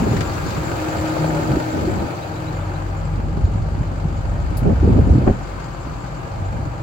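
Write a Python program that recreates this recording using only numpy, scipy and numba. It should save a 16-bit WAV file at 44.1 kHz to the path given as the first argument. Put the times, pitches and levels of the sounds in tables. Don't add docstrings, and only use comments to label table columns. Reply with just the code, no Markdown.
import sys
import numpy as np
from scipy import signal
from scipy.fft import rfft, irfft
from scipy.io import wavfile
from scipy.ndimage import uniform_filter1d
from numba import njit

SR = 44100
rng = np.random.default_rng(int(sys.argv[2]) if len(sys.argv) > 2 else 0)


def dump(signal):
    limited = np.clip(np.atleast_2d(signal).T, -1, 1)
    pcm = np.round(limited * 32767).astype(np.int16)
    wavfile.write(sys.argv[1], SR, pcm)


N = 300762
TIME = np.arange(N) / SR
FREQS = np.maximum(np.arange(N // 2 + 1) * SR / N, 1)


# pitch_hz, correlation (-1 to 1)
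PORT_LIKENESS = [(60, 0.75), (320, 0.8), (480, 0.04), (750, -0.5), (950, 0.1), (1150, 0.46), (1700, -0.36),
                 (2400, 0.4), (3100, 0), (4300, 0.25), (6600, -0.2), (8600, -0.84), (12000, -0.23),
                 (15600, 0.5)]
# pitch_hz, left_minus_right_db
PORT_LEAN = [(100, 1.5), (330, 4), (520, 3), (750, 5), (1400, 3.5), (2400, -0.5), (3400, 4.5), (5200, 6),
             (6200, 4), (7300, 7.5), (9000, 0.5)]

MAINS_HUM_HZ, MAINS_HUM_DB = 119.9, -39

# time_s, level_db
BREEZE = [(0, -24), (2.0, -43), (2.2, -40), (3.1, -30), (3.3, -30.5), (5.3, -26), (5.6, -48), (6.82, -31)]
BREEZE_SWING_DB, BREEZE_HZ = -0.5, 139
# full_strength_s, hold_s, level_db, eddy_corner_hz
GUSTS = [(0.01, 0.18, -20.5, 250), (0.455, 0.014, -24.5, 130), (0.56, 0.049, -25.5, 217),
         (0.978, 0.025, -26, 150), (1.194, 0.42, -28, 312), (1.508, 0.063, -22, 241),
         (1.764, 0.28, -22.5, 250), (3.203, 0.52, -24.5, 129), (3.436, 0.02, -23, 78),
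         (3.784, 0.043, -21.5, 128), (4.048, 0.084, -28.5, 144), (4.26, 0.53, -24, 99),
         (4.66, 0.064, -15, 198), (4.75, 0.4, -17, 90), (4.841, 0.17, -13, 200), (5.098, 0.088, -14, 176),
         (5.22, 0.075, -18.5, 210), (5.892, 0.032, -28.5, 130), (6.376, 0.32, -28.5, 106)]
GUST_ATTACK_S, GUST_RELEASE_S = 0.056, 0.023
# pitch_hz, level_db
SHARED_EDDIES = [(20, -15), (40, -9.5), (65, 4.5), (125, -1.0), (220, -3.0), (400, -1.0), (700, -4.0),
                 (5000, -22.5)]
# pitch_hz, level_db
APART_EDDIES = [(20, -45), (40, -39), (65, -6.0), (120, -11.0), (400, -7.0), (800, 3.5), (1500, -29.5),
                (5000, -19)]
# centre_s, pitch_hz, level_db, length_s
POPS = [(0.025, 250, -15, 0.036), (0.079, 333, -16.5, 0.019), (0.118, 100, -12.5, .022),
        (1.512, 130, -12, 0.05), (1.537, 190, -12, .012), (1.571, 310, -9.5, 0.016),
        (1.881, 350, -14, 0.023), (3.448, 76, -6.5, .04), (3.811, 148, -10.5, 0.023),
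        (4.056, 148, -11.5, 0.029), (4.832, 327, -11.5, 0.014), (4.878, 410, -7.5, 0.011),
        (4.904, 100, -12, 0.025), (4.995, 90.5, -4, 0.029), (5.12, 75, -7, 0.058), (5.16, 282, -9.5, 0.028),
        (5.184, 264, -6.5, 0.011), (5.871, 275, -23.5, 0.019), (6.593, 240, -25, 0.026),
        (6.665, 276, -25.5, 0.022)]

# start_s, level_db, contact_s
BUMPS = [(5.268, -15, .0008), (5.276, -6, 0.00095), (5.289, -8, 0.0026), (5.298, -9, 0.0013),
         (5.309, -3.5, 0.0039)]
# pitch_hz, relative level_db, decay_s
HOUSING = [(102, -5, .065), (237, 2, 0.031), (402, 1, 0.052), (560, -1, 0.043), (740, -7, 0.058),
           (1100, -4, 0.022)]
# start_s, level_db, decay_s
SCUFFS = [(5.2745, -7.5, 0.062), (5.297, -13.5, 0.041)]
# pitch_hz, level_db
SCUFF_COLOUR = [(40, -22), (120, -1), (350, 12), (650, 0.5), (1100, -11), (1500, -13), (2400, -23.5),
                (4000, -44), (8000, -76)]

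# start_s, level_db, decay_s
KNOCKS = [(0.123, -30, 0.25), (0.165, -24, 0.099), (.2065, -18, 0.075), (.33, -35, .2)]
# pitch_hz, level_db
KNOCK_COLOUR = [(150, 16.5), (500, 3), (1000, -3), (1800, 2), (2700, -4.5), (4500, -8), (7500, -13),
                (9500, -28), (15000, -31)]
CLICK_S, CLICK_DB, CLICK_DECAY_S = 4.569, -34.5, 0.11
# pitch_hz, level_db
CLICK_COLOUR = [(2500, -30), (4300, 1), (6000, -8), (8500, -6), (11500, 2), (14000, -3.5), (16000, -3.5)]

# start_s, pitch_hz (mid-chirp), level_db (before panning), rise (share of the pitch)
CHIRPS = [(1.98, 4060, -53, .03), (2.1, 4120, -56, .04), (2.212, 3900, -50, .1), (2.324, 3860, -55, .07),
          (2.355, 3950, -53, .02), (2.462, 3960, -50, 0.11), (2.598, 3600, -57, .12),
          (2.74, 4000, -54, .15)]
# pitch_hz, relative level_db
WHINES = [(524, -7.5), (570.3, -8.5), (691, -8.5), (1140, -16.5), (1234, -11.5), (1260, -17), (2114, -23)]
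GAP_S, GAP_HALF_WIDTH_S, WHINES_GAP_DB, WHINES_DB = 1.03, 0.56, -34, -48
FAN_HZ = 156.8
# time_s, blade_db, octave_db
FAN_LEVEL = [(0, -46, -54), (.55, -44, -46), (.8, -40.5, -30.5), (1.3, -25.5, -26.5), (1.62, -39, -31.5),
             (1.85, -48, -32), (2.1, -46, -46), (2.35, -30.5, -35.5), (3.0, -33, -42.5), (3.6, -34.5, -51),
             (5.2, -38.5, -57), (5.6, -55, -67), (6.82, -51, -50)]
FIRING_HZ = 47.5
# time_s, firing_tone_db, octave_db
BOOM_LEVEL = [(0, -46, -45), (1.75, -50, -38), (2.0, -48, -39), (2.27, -56, -43), (2.55, -30.5, -26.5),
              (3.1, -28, -29), (3.4, -26, -26.5), (4.7, -28, -32.5), (5.65, -35, -44), (6.1, -37, -47),
              (6.45, -35, -28.5), (6.82, -34, -41)]

# time_s, engine reference level_db, inside_cab (0 to 1)
WALK = [(0, -35.5, .03), (.55, -35.5, 0.01), (1.15, -34.5, 0.03), (1.6, -36, 0.02), (2.3, -40.5, 0.24),
        (3.25, -42, 0.98), (4.2, -41, 0.97), (5.15, -40.5, 0.84), (5.7, -39, 1), (6.82, -42, 0.9)]
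CLATTER_DB, CLATTER_CAB_DB = -8, -4.5
# pitch_hz, level_db per Hz
ROAR_OUTSIDE = [(30, -44), (55, -38), (120, -0.5), (220, -11.5), (310, -2.5), (450, -11.5), (650, -18.5),
                (950, -14.5), (1300, -13), (1800, -21.5), (2400, -22.5), (3200, -33.5), (4200, -51)]
# pitch_hz, level_db per Hz
ROAR_CAB = [(25, -28.5), (48, 8), (75, 6.5), (145, 5.5), (220, -3.5), (330, -5), (450, -10), (700, -11),
            (980, -9.5), (1300, -10), (1800, -20.5), (2250, -21), (3100, -28.5), (4200, -52.5)]
# pitch_hz, level_db per Hz
CLATTER = [(1800, -38), (2600, -3), (3300, -2.5), (4100, 0.5), (4600, 2.5), (5200, -4.5), (5700, -7),
           (6300, -3.5), (7200, -6), (7900, -7), (8800, -23), (10000, -40)]
# pitch_hz, level_db per Hz
SIZZLE = [(6500, -27), (8500, -10.5), (10500, -11.5), (13000, -6.5), (15500, -3.5)]
# time_s, centre_hz, level_db
HOLLOW = [(0, 560, -38), (.6, 580, -41), (.8, 565, -35), (1.3, 590, -32.5), (2.1, 574, -36.5),
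          (3.3, 554, -44), (5.3, 565, -40.5), (5.8, 550, -69), (6.05, 536, -49), (6.42, 524, -37.5),
          (6.82, 567, -41.5)]
HOLLOW_OVERTONE, HOLLOW_OVERTONE_DB = 1.453, -1
# start_s, level_db
HARD_FIRINGS = [(1.041, -27), (1.165, -20), (1.243, -17)]
# pitch_hz, level_db
HARD_COLOUR = [(200, -20), (550, 10), (900, -4), (1400, -1), (2500, -32), (4500, -27), (9000, -48)]
HARD_DECAY_S = 0.04

TOP_HZ = 15850


def undb(db):
    return 10 ** (np.asarray(db) / 20)


def curves(table):
    s, *columns = np.transpose(table)
    return [np.interp(TIME, s, c) for c in columns]


def over_hz(points):
    hz, value = np.transpose(points)
    return np.interp(np.log(FREQS), np.log(hz), value)


def unit(x):
    return x / np.sqrt(np.mean(x ** 2))


def walk(rate):
    k = int(SR / rate)
    held = np.repeat(rng.standard_normal(N // k + 1), k)
    slewed = uniform_filter1d(uniform_filter1d(held, k), k)
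    return unit(slewed[:N])


def pan(x, lean_db):
    return x * undb(np.array([[lean_db], [-lean_db]]) / 2)


def ports(pair, colour):
    mid, side = rfft(pair) * undb(over_hz(colour))
    likeness = np.clip(over_hz(PORT_LIKENESS), -.9, .99)
    side = side * np.sqrt((1 - likeness) / (1 + likeness))
    lean = undb(over_hz(PORT_LEAN) / 2)
    out = irfft(np.array([(mid + side) * lean, (mid - side) / lean]), N)
    return out / np.std(out.mean(axis=0))


@njit
def low_pass(x, hz, damping):
    y, band, low = np.empty(len(x)), 0., 0.
    for i in range(len(x)):
        g = np.tan(np.pi * hz[i] / SR)
        v = (band + g * (x[i] - low)) / (1 + g * (g + damping))
        y[i] = low + g * v
        band, low = 2 * v - band, low + 2 * g * v
    return y


def strike(s, db, decay_s, colour, rise_s):
    age = np.maximum(TIME - s, 0)
    push = np.sin(np.pi / 2 * np.minimum(age / rise_s, 1)) ** 2
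    fall = np.exp(-np.log(1000) * age / decay_s)
    return undb(db) * push * fall * ports(rng.standard_normal((2, N)), colour)


def hum(lines, waver_db, wander, lean_db):
    out = 0
    for hz, db in lines:
        phase = 2 * np.pi * (hz * TIME + rng.random()) + wander * walk(6)
        out = out + np.sqrt(2) * undb(db + waver_db * walk(15)) * np.sin(phase)
    return pan(out, lean_db)


def passing_gap():
    return np.exp(-((TIME - GAP_S) / GAP_HALF_WIDTH_S) ** 4)


def transformers():
    level_db = MAINS_HUM_DB + 4 * passing_gap()
    return hum([(MAINS_HUM_HZ, level_db)], waver_db=2.5, wander=.15, lean_db=-2.5)


def airflow():
    power = undb(curves(BREEZE)[0] + BREEZE_SWING_DB * walk(9.9)) ** 2
    weighted_hz = BREEZE_HZ * power
    for s, hold, db, hz in GUSTS:
        attack = np.clip(1 + (TIME - s) / GUST_ATTACK_S, 0, 1)
        release = np.exp(-np.maximum(TIME - s - hold, 0) / GUST_RELEASE_S)
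        gust = (undb(db) * attack * release) ** 2
        power = power + gust
        weighted_hz = weighted_hz + hz * gust
    return 10 * np.log10(power), weighted_hz / power


def wind(damping=1.01):
    gust_db, corner_hz = airflow()
    corner_hz = np.clip(corner_hz * np.exp(.16 * walk(90)), 30, 2000)

    def eddies(colour):
        noise = irfft(rfft(rng.standard_normal(N)) * undb(over_hz(colour)), N)
        return low_pass(noise, corner_hz, damping)

    mid, side = eddies(SHARED_EDDIES), eddies(APART_EDDIES)
    strength = np.sqrt(uniform_filter1d(mid ** 2, int(0.041 * SR)))
    return np.array([mid + side, mid - side]) / strength * undb(gust_db)


def pops():
    out = np.zeros(N)
    for s, hz, db, length in POPS:
        swell = np.cos(np.pi * np.clip((TIME - s) / length, -.5, .5)) ** 2
        out += undb(db) * swell * np.sin(2 * np.pi * (hz * (TIME - s) + rng.random()))
    return out


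def bumps():
    out = np.zeros(N)
    age = np.arange(SR // 5) / SR
    ring = 0
    for hz, db, decay_s in HOUSING:
        ring = ring + undb(db) * np.sin(2 * np.pi * hz * age) * np.exp(-np.log(1000) * age / decay_s)
    for s, db, contact_s in BUMPS:
        push = np.hanning(int(contact_s * SR))
        thump = np.convolve(ring, push / push.sum())
        start = int(s * SR)
        out[start:start + len(thump)] += undb(db) * thump
    return out + sum(strike(s, db, decay_s, SCUFF_COLOUR, rise_s=0.0019) for s, db, decay_s in SCUFFS)


def knocks():
    body = sum(strike(s, db, decay_s, KNOCK_COLOUR, rise_s=0.001) for s, db, decay_s in KNOCKS)
    return body + strike(CLICK_S, CLICK_DB, CLICK_DECAY_S, CLICK_COLOUR, rise_s=0.0027)


def belt(length_s=0.041):
    out = np.zeros(N)
    roughness = .6 * walk(700)
    for s, hz, db, rise in CHIRPS:
        along = np.clip((TIME - s) / length_s, 0, 1)
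        pitch = hz * (1 + rise * (along - .5))
        phase = 2 * np.pi * np.cumsum(pitch) / SR + roughness
        out += undb(db) * np.sin(np.pi * along) * np.sin(phase)
    return pan(out, 21)


def pulley(hz=7170, db=-14.0, flicker_db=6.0, swells_hz=11.0, swing_db=2.5):
    phase = 2 * np.pi * np.cumsum(hz + 150 * walk(45)) / SR
    hiss = unit(walk(800) * np.sin(phase) + walk(800) * np.cos(phase))
    swell_db = swing_db * np.cos(2 * np.pi * swells_hz * TIME + walk(3.9))
    burst_db = flicker_db * np.minimum(walk(55), 1.5)
    return pan(hiss * undb(db + swell_db + burst_db), 8)


def whines():
    level_db = WHINES_DB + (WHINES_GAP_DB - WHINES_DB) * passing_gap()
    return hum(WHINES, waver_db=1.5, wander=0.9, lean_db=-11.0) * undb(level_db)


def fan():
    blade_db, octave_db = curves(FAN_LEVEL)
    return hum([(FAN_HZ, blade_db), (2 * FAN_HZ, octave_db)], waver_db=1.6, wander=.3, lean_db=2.5)


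def boom():
    firing_db, octave_db = curves(BOOM_LEVEL)
    return hum([(FIRING_HZ, firing_db), (2 * FIRING_HZ, octave_db)], waver_db=1.1, wander=.18, lean_db=1.2)


def hard_firings():
    return sum(strike(s, db, HARD_DECAY_S, HARD_COLOUR, rise_s=0.0018) for s, db in HARD_FIRINGS)


def panel_modes(x, spacing_hz, depth_db, shift_hz):
    knots = np.arange(0, SR / 2, spacing_hz)
    midrange = FREQS / (FREQS + 400) / (1 + (FREQS / 2500) ** 2)

    def pattern():
        ripple = np.interp(FREQS, knots, rng.standard_normal(len(knots)))
        return irfft(rfft(x) * undb(depth_db * ripple * midrange), N)

    here, there = pattern(), pattern()
    share = np.sin(np.pi * shift_hz * TIME) ** 2
    return here * share + there * (1 - share)


def firings(depth, decay, scatter_db, limp, repeat):
    turns = TIME * FIRING_HZ
    shot = turns.astype(int)
    scatter = undb(scatter_db * rng.uniform(-3.1, 1, shot[-1] + 1))
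    size = scatter[shot] * (1 + limp * (-1) ** shot)
    blow = 1 + depth * size * np.exp(-(turns % 1) / decay)
    blow = uniform_filter1d(blow, size=90)
    in_cycle = (TIME % (6 / FIRING_HZ) * SR).astype(int)
    share = np.clip(repeat, 0, 1)
    alike, fresh = rng.standard_normal((2, 2, N))
    rattle = blow * (np.sqrt(share) * alike[:, in_cycle] + np.sqrt(1 - share) * fresh)
    return panel_modes(rattle, spacing_hz=23.95, depth_db=5.0, shift_hz=0.315)


def rattle_bands(x, centres_hz, rate, flicker_db):
    spectrum, out = rfft(x), 0
    for band in np.eye(len(centres_hz)):
        part = irfft(spectrum * np.interp(FREQS, centres_hz, band), N)
        out = out + part * undb(flicker_db * walk(rate))
    return out


def hollow(blows, damping=0.32):
    centre_hz, db = curves(HOLLOW)

    def ring(hz):
        return unit(np.array([np.gradient(low_pass(b, hz, damping)) for b in blows]))

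    both = ring(centre_hz) + undb(HOLLOW_OVERTONE_DB) * ring(centre_hz * HOLLOW_OVERTONE)
    band = signal.butter(2, [350, 1100], "bandpass", fs=SR, output="sos")
    return pan(signal.sosfilt(band, both), lean_db=2.5) * undb(db)


def engine():
    engine_db, inside = curves(WALK)
    inside = np.clip(inside, 0, 1)
    clatter_db = engine_db + CLATTER_DB + CLATTER_CAB_DB * inside

    blows = firings(depth=0.52, decay=0.26, scatter_db=7, limp=0.26, repeat=0.2)
    roar_centres_hz = (400, 700, 1000, 1400, 1900, 2500)
    roar = rattle_bands(ports(blows, ROAR_OUTSIDE), roar_centres_hz, rate=70, flicker_db=1.4)
    outdoors = np.sqrt(1 - inside) * undb(7.0) * roar
    cab = np.sqrt(inside) * undb(8.0) * ports(blows, ROAR_CAB)

    ticks = firings(depth=.66, decay=.42, scatter_db=2.5, limp=.3, repeat=.12)
    clatter_centres_hz = (2500, 3500, 4500, 5800, 7200, 8500)
    clatter = rattle_bands(ports(ticks, CLATTER), clatter_centres_hz, rate=45, flicker_db=1.1) * undb(-.5)

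    fine_ticks = firings(depth=.3, decay=.3, scatter_db=2.0, limp=.3, repeat=.05)
    sizzle = ports(fine_ticks, SIZZLE) * undb(-6.5 - 7.0 * inside)

    bright = (clatter + sizzle + pulley()) * undb(clatter_db)
    return (outdoors + cab) * undb(engine_db) + hollow(blows) + bright


def scene():
    air = transformers() + wind() + pops()
    contacts = bumps() + knocks()
    truck = belt() + whines() + fan() + boom() + hard_firings() + engine()
    return air + contacts + truck


def record(dry):
    rounded = dry / (1 + dry ** 6) ** (1 / 6)
    top_cut = signal.ellip(10, .1, 80, TOP_HZ, fs=SR, output="sos")
    return signal.sosfilt(top_cut, rounded)


dry = scene()
out = record(dry)
dump(out)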